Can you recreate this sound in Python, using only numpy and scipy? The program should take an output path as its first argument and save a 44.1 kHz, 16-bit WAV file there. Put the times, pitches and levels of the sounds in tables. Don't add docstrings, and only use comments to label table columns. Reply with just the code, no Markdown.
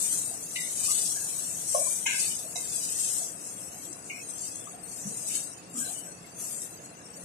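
import sys
import numpy as np
from scipy import signal
from scipy.fft import rfft, irfft, next_fast_len
from scipy.io import wavfile
from scipy.ndimage import uniform_filter1d, minimum_filter1d

SR = 44100
rng = np.random.default_rng(int(sys.argv[2]) if len(sys.argv) > 2 else 0)


def file_out(sig):
    cols = np.atleast_2d(sig).T
    lim = np.clip(cols, -1, 1)
    pcm = np.round(lim * 32767).astype(np.int16)
    wavfile.write(sys.argv[1], SR, pcm)


def boost(x):
    u = np.asarray(x, float) / 20
    return 10 ** u


N = 319284
BINS = 512

# frequency in Hz, density in dB per Hz.
FIZZ_SPECTRUM = [(2650, -92), (4500, -35), (4830, -19), (5220, -28), (5590, -1.5), (6350, 0.5),
                 (6670, -0.5), (7210, 1.5), (8190, 5.5), (9810, -0.5), (12000, -40), (15600, -74),
                 (22000, -120)]
# frequency in Hz, lead of the left port in radians.
PORT_LEAD = [(25, 0), (100, -.15), (300, -.55), (780, -1.4), (1460, -4), (2670, -7.6), (5000, -14.2),
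             (10000, -28.5)]


def unit(x):
    return x / np.sqrt(np.mean(x ** 2) + 1e-20)


def along(points, hz):
    f, v = np.transpose(points)
    return np.interp(np.log(hz + 1), np.log(f + 1), v)


def filtered(x, response):
    m = next_fast_len(x.shape[-1] + 8192)
    spectrum = rfft(x, m) * response(np.fft.rfftfreq(m, 1 / SR))
    return irfft(spectrum, m)[..., :x.shape[-1]]


def to_frames(x, bins):
    return signal.stft(x, SR, nperseg=bins, noverlap=bins * 3 // 4)


def from_frames(z, bins):
    return signal.istft(z, SR, nperseg=bins, noverlap=bins * 3 // 4)[1][:, :N]


def resonance(hz, centre_hz, width_hz, db):
    damping = 1j * hz * width_hz
    return abs(boost(db) * damping / (centre_hz ** 2 - hz ** 2 + damping))


def bands(table, hz):
    return sum(boost(db) * np.exp(-((hz - c) / w) ** 2) for c, w, db in table)


def port_phase(hz):
    return np.exp(.5j * along(PORT_LEAD, hz) * np.array([[1], [-1]]))


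def panned(db, left_right_db):
    return boost(db + left_right_db * np.array([[.5], [-.5]]))


def pair(size, response):
    # frequency in Hz, likeness of the ports from 0 to 1.
    likeness = [(60, .94), (125, .96), (250, .86), (400, .7), (650, .8), (900, .35), (1500, .25),
                (3000, .25), (6000, .08)]

    def mid_side(hz):
        turn = np.arccos(np.clip(along(likeness, hz), 0, 1)) / 2
        return response(hz) * [np.cos(turn), np.sin(turn)]
    mid, side = filtered(rng.standard_normal((2, size)), mid_side)
    return unit(filtered(np.array([mid + side, mid - side]), port_phase))


def field(shape, frames):
    return unit(uniform_filter1d(rng.standard_normal(shape), size=frames, axis=2))


def kitchen():
    # frequency in Hz, density in dB per Hz.
    hum_spectrum = [(15, -57), (25, -27.5), (124, -5), (225, -5.5), (349, -5.5), (407, -8), (451, -5),
                    (718, -14.5), (1140, -13), (1770, -16.5), (5250, -36.5), (6290, -17), (7160, -32),
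                    (8150, -20.5), (12000, -38), (15600, -66), (22000, -120)]
    # frequency in Hz, width in Hz, level in dB.
    hum_peaks = [(103, 17, -3), (173.6, 8.1, 7.5), (291.3, 6.7, 5), (702, 41, 11.5), (2150, 50, -48),
                 (2700, 127, 12)]
    level_db = -50 + 0.68

    def colour(hz):
        return boost(along(hum_spectrum, hz)) * (1 + sum(0.8 * resonance(hz, *peak) for peak in hum_peaks))
    z = to_frames(pair(N, colour), BINS)[2]
    slips_db = 8.4 * np.maximum(field((1,) + z.shape[1:], frames=18) - 1.5, 0)
    return boost(level_db) * unit(from_frames(z * boost(slips_db), BINS))


def knock(t, table, t60_s, heard_s):
    blow_s, push_hz, rattle = 0.00398, 1300, 0.08
    low = [(c, w, db) for c, w, db, _ in table if c < push_hz]
    high = [(c, w, db) for c, w, db, _ in table if c > push_hz]
    click = np.array([t == 0, t == 0]) * 1.
    push = filtered(click, lambda hz: port_phase(hz) * np.exp(-2j * np.pi * hz * blow_s) * bands(low, hz))
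    noise = filtered(rng.standard_normal((2, len(t))), lambda hz: bands(high, hz))
    blow = push + rattle * boost(-60 * t / .04) * (t / blow_s) ** 1.3 * noise
    echo = pair(len(t), lambda hz: bands([(c, 1.07 * w, db) for c, w, _, db in table], hz))
    cut = 1 / (1 + np.exp(np.clip((t - heard_s) / .014, -40, 40)))
    onset = 1 - np.exp(-t / 0.0017)
    return (0.19 * unit(blow) + boost(-60 * t / t60_s) * cut * echo) * onset


def soft_note(t, note_hz, width_hz, lasts_s):
    swell = np.sin(np.pi * np.clip(t / lasts_s, 0, 1) ** 0.57)
    note = pair(len(t), lambda hz: bands([(note_hz, width_hz, 0)], hz))
    return unit(swell * note) * np.sqrt(lasts_s)


def spoon():
    # frequency in Hz, half width in Hz, blow in dB, echo in dB.
    rim = [(2007, 112, 7, -1.5), (2296, 200, -10, -7), (2860, 220, 8, -11.5), (3750, 260, -6, -9),
           (4440, 390, -4, -20), (6000, 570, -3, -24)]
    floor = [(614, 86, 3, -8), (1087, 50, -3, -18.5)]
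    wall = [(950, 76, 0.5, -10), (1607, 123, -9, -1.5), (2123, 135, -5, -0.5), (2500, 260, -1, -3),
            (3000, 420, -5.5, -7.5), (3850, 500, -23, -14), (5500, 280, -12, -14), (6350, 350, -11, -12),
            (7020, 300, -3.5, -5.5)]
    edge = [(715, 51, 9.5, 0.5), (968, 48, 5, -5), (2110, 66, -13, -1.5), (2600, 360, -18, -7),
            (3900, 200, 3.5, -2), (4870, 150, -8, -10), (5970, 660, -2, -6)]
    tip = [(2210, 140, 0, -3), (2475, 110, -4, -2), (2810, 190, -2, -12.5)]
    # start in seconds, level in dB, t60 in seconds, heard for in seconds, left-right in dB.
    knocks = [
        (.556, -34, 0.63, 0.14, -0.5),
        (1.746, -24, 0.31, 0.2, 1),
        (2.06, -26.5, 0.9, 0.14, 2.5),
        (2.556, -37.5, 0.29, 0.12, -9),
        (4.098, -37.5, 0.59, .12, 4),
    ]
    # start in seconds, pitch in Hz, level in dB, length in seconds, left-right in dB.
    bumps = [(.306, 715, -51.5, 0.062, -13), (.875, 1196, -43, .069, -7), (.895, 2150, -53.5, .042, 11),
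             (1.146, 1640, -53, 0.14, 7), (1.798, 2370, -51.5, .25, 0), (1.857, 1060, -49, 0.037, 15),
             (2.298, 3000, -45.5, 0.068, 1), (2.439, 604, -46.5, 0.036, -5), (2.96, 1880, -57, 0.04, -12),
             (3.195, 692, -48.5, 0.067, 8), (4.19, 2590, -48.5, 0.05, 7), (4.667, 1200, -50, 0.031, 15),
             (4.732, 723, -49.5, 0.073, -6), (5.05, 184, -38, 0.09, 2.5), (5.105, 463, -48.5, .05, 11),
             (5.742, 246, -41.5, .12, 0), (5.745, 1245, -52, 0.1, 1), (5.804, 1570, -48, 0.095, 6),
             (5.843, 4040, -47, 0.087, 4), (5.94, 2980, -53, 0.11, 8), (6.242, 2150, -57, .027, -10)]
    # start in seconds, pitch in Hz, level in dB, length in seconds, left-right in dB.
    scrapes = [
        (.84, 3240, -61, .22, -2),
        (2.193, 2500, -43.5, 0.095, 10),
        (5.288, 2600, -49.5, .15, 4.5),
        (5.756, 3160, -55.5, 0.27, 4),
    ]
    out, t = np.zeros((2, N + SR)), np.arange(SR // 2) / SR

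    def add(start_s, gain, sound):
        start = round(start_s * SR)
        out[:, start:start + len(t)] += gain * sound
    for table, (s, db, t60_s, heard_s, pan_db) in zip((rim, floor, wall, edge, tip), knocks):
        add(s, panned(db, pan_db), knock(t, table, t60_s, heard_s))
    for s, note_hz, db, lasts_s, pan_db in bumps:
        width_hz = 85 * (note_hz / 1000) ** .4
        add(s, panned(db, pan_db), soft_note(t, note_hz, width_hz, lasts_s))
    for s, note_hz, db, lasts_s, pan_db in scrapes:
        add(s, panned(db, pan_db), soft_note(t, note_hz, .22 * note_hz, lasts_s))
    return out[:, :N]


def spits():
    # start in seconds, peak in dB.
    pops = [(0.7208, -29), (0.756, -24), (2.0622, -18), (2.556, -19), (2.6913, -30), (3.4476, -28),
            (3.7878, -26), (3.929, -17.5), (4.0437, -28), (4.2737, -25), (4.4069, -23), (4.5575, -18),
            (4.5989, -27), (4.6558, -23), (4.6957, -27), (4.9312, -31), (4.9671, -32), (5.0694, -20),
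            (5.2842, -11), (5.7409, -24), (5.9439, -23.5), (6.3674, -27), (6.4004, -33), (6.4263, -30),
            (6.6177, -14.5), (6.8598, -27)]
    out, t = np.zeros((2, N + SR)), np.arange(400) / SR
    for s, db in pops:
        start = round(s * SR)
        out[:, start:start + len(t)] += boost(db - 60 * t / 0.025) * rng.standard_normal((2, len(t)))
    peak_db = max(db for _, db in FIZZ_SPECTRUM)
    return boost(-6.5) * filtered(out[:, :N], lambda hz: boost(along(FIZZ_SPECTRUM, hz) - peak_db))


def peaked(t, s, db, rise, fall):
    return boost(db - 10 * np.maximum((s - t) / rise, (t - s) / fall)) ** 2


def effort(t):
    # time in seconds, level in dB.
    simmer = [(0, -41), (1.51, -42), (2.5, -42), (3.4, -46), (3.86, -42.5), (4.0, -53.5), (4.21, -46.5),
              (4.76, -60), (5.19, -44), (5.64, -57.5), (6.36, -64), (7.24, -47.5)]
    # peak time in seconds, level in dB,
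    # rise in seconds per 10 dB, fall in seconds per 10 dB, low spatter in dB.
    stir_table = [(0.115, -28, 4, 0.24, -16.5), (0.61, -34.6, 0.1, 0.3, -9), (0.867, -26, 0.114, 0.7, -8.5),
                  (1.345, -34, 0.66, 1.5, -17.5), (1.738, -27.5, 0.1, 0.65, -17),
                  (2.207, -27.5, 0.1, 0.19, -6), (2.762, -31.5, 0.18, 0.8, -10),
                  (2.99, -29.3, 0.045, 0.4, -11), (3.182, -29.5, 0.13, 0.083, -17),
                  (3.619, -43, 0.379, 0.114, -39.4), (4.482, -39, 0.47, 0.3, -11),
                  (4.974, -39, 0.15, 0.5, -14), (5.353, -29.5, 0.1467, 0.11, -9.5),
                  (5.784, -32, 0.0352, 0.32, -22), (5.996, -40.5, 0.04, 0, -20.1),
                  (6.407, -36.1, 0.037, 0.4, -50), (6.634, -40.5, 0.28, 0.08, -30)]
    # peak time in seconds, level in dB.
    spurt_table = [(2.077, -33), (2.585, -35), (3.474, -37.5), (3.816, -42.5), (3.926, -41), (4.076, -41.5),
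                   (4.303, -38), (4.424, -34.5), (4.564, -43), (4.698, -44), (4.884, -42.5), (5.088, -37),
                   (6.116, -46), (6.85, -44.5), (7.044, -49), (7.27, -41)]
    dries_s, dries_db_per_s = 0.18, 38
    simmer_db = np.interp(t, *np.transpose(simmer))
    _, top_db, _, _, wet_db = np.transpose(stir_table)
    stirs = np.array([peaked(t, s, -dries_db_per_s * np.maximum(t - s - dries_s, 0), rise, fall)
                      for s, _, rise, fall, _ in stir_table])
    spurts = sum(peaked(t, s, db, 0.035, 0.064) for s, db in spurt_table)

    fizz = boost(2 * simmer_db) + boost(2 * top_db) @ stirs + spurts
    spatter = boost(2 * -57.5) + boost(2 * (top_db + wet_db)) @ stirs ** 1.46 + boost(2 * -19) * spurts
    simmer_hiss_db = -2.5 - 42 + 1.73 * (simmer_db + 42)
    stir_hiss_db = top_db - 12 - .19 * wet_db
    hiss = boost(2 * simmer_hiss_db) + boost(2 * stir_hiss_db) @ stirs + boost(2 * -29) * spurts
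    return 10 * np.log10([fizz, spatter / fizz, hiss / fizz])


def frying():
    # frequency in Hz, density in dB per Hz.
    spatter_spectrum = [(1200, -30), (1900, -27), (2500, -2.5), (3200, -2.5), (4500, 3), (5300, 6),
                        (6200, -19.5)]
    hiss_spectrum = [(9000, -18.5), (10500, -0.5), (12000, -7.5), (14300, -10), (15000, -88)]
    chance, size_db = rng.random(N), np.minimum(rng.exponential(size=N), 4)
    clicks = (chance < .02) * boost(size_db)
    busy = np.sqrt(np.abs(uniform_filter1d(clicks ** 2, size=24)))
    source = rng.standard_normal((2, N)) * (1 + 0.13 * unit(busy))

    hz, t, z = to_frames(source, BINS)
    fizz_db, spatter_db, hiss_db = effort(t)
    flutter_db = field((1, 1, len(t)), frames=8)
    streaks = unit(.6 * field(z.shape, frames=20) + field((1,) + z.shape[1:], frames=24))
    layers = ((FIZZ_SPECTRUM, 0 * t, .1), (spatter_spectrum, spatter_db, -.6), (hiss_spectrum, hiss_db, -.1))
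    total = 0
    for colour, db, margin in layers:
        opening = margin + .11 * (fizz_db + 36) + streaks
        passed = boost(-20) + 1 / (1 + np.exp(-8 * opening))
        shape = boost(along(colour, hz))[:, None] * passed * boost(3.5 * streaks)
        total = total + boost(db) * shape / np.sqrt(np.mean(shape ** 2, axis=(0, 1)))
    return from_frames(z * total * boost(fizz_db + flutter_db - 3.0), BINS)


def scene():
    return kitchen() + spoon() + spits() + frying()


def ports(hz):
    # frequency in Hz, left-right in dB.
    balance = [(60, -1.5), (91, -1.5), (140, -0.5), (210, 0.0), (320, -2.5), (490, -4.0), (750, 0.5),
               (1140, 2.0), (1740, 0.5), (2650, 2.5), (4030, 0.0), (6150, 0.5), (9360, 12.0), (14300, 5.5)]
    # frequency in Hz, width in Hz, level in dB.
    port_rings = [(8190, 820, 7), (6810, 300, 12)]
    right = 1 / (1 + boost(along(balance, hz)) ** 2)
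    ring = [1 + 0.37 * resonance(hz, *row) for row in port_rings]
    return np.sqrt(2 * np.array([1 - right, right])) * ring


def masked_bands_emptied(x):
    # frequency in Hz, level in dB.
    unheard = [(9000, -106), (11000, -96), (12500, -90), (14300, -86)]
    # frequency in Hz, level relative to them in dB.
    masked = [(800, -26), (1400, -15), (2300, -6.5), (3200, -6.5), (5000, -6), (7000, -8.5), (10000, -12.5),
              (14000, -23)]
    bins, top_hz = 1024, 14340
    hz, _, z = to_frames(x, bins)
    power = np.mean(np.abs(z[:, :-3]).reshape(2, 170, 3, -1) ** 2, axis=2)
    power = 0.54 * power + 0.93 * power[::-1]
    level_db = 10 * np.log10(uniform_filter1d(power, size=7, axis=2) + 1e-16)
    nearby_db = -minimum_filter1d(-level_db, size=5, axis=1)
    busy_db = .22 * (10 * np.log10(power.mean(axis=(0, 1))) + 68)
    centre_hz = hz[1:-3:3]
    masked_db = nearby_db + uniform_filter1d(busy_db, size=9) + along(masked, centre_hz)[:, None]
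    limit_db = np.maximum(masked_db, along(unheard, centre_hz)[:, None])
    kept = 1 / (1 + np.exp(np.clip(3 * (limit_db - level_db), -30, 30)))
    kept = np.pad(np.repeat(kept, 3, axis=1), ((0, 0), (0, 3), (0, 0)))
    return from_frames(z * kept * (hz < top_hz)[:, None], bins)


def low_pass(x):
    return signal.sosfilt(signal.butter(12, 14860, fs=SR, output="sos"), x)


def record(dry):
    mix = masked_bands_emptied(filtered(dry, ports))
    return low_pass(mix)


dry = scene()
out = record(dry)
file_out(out)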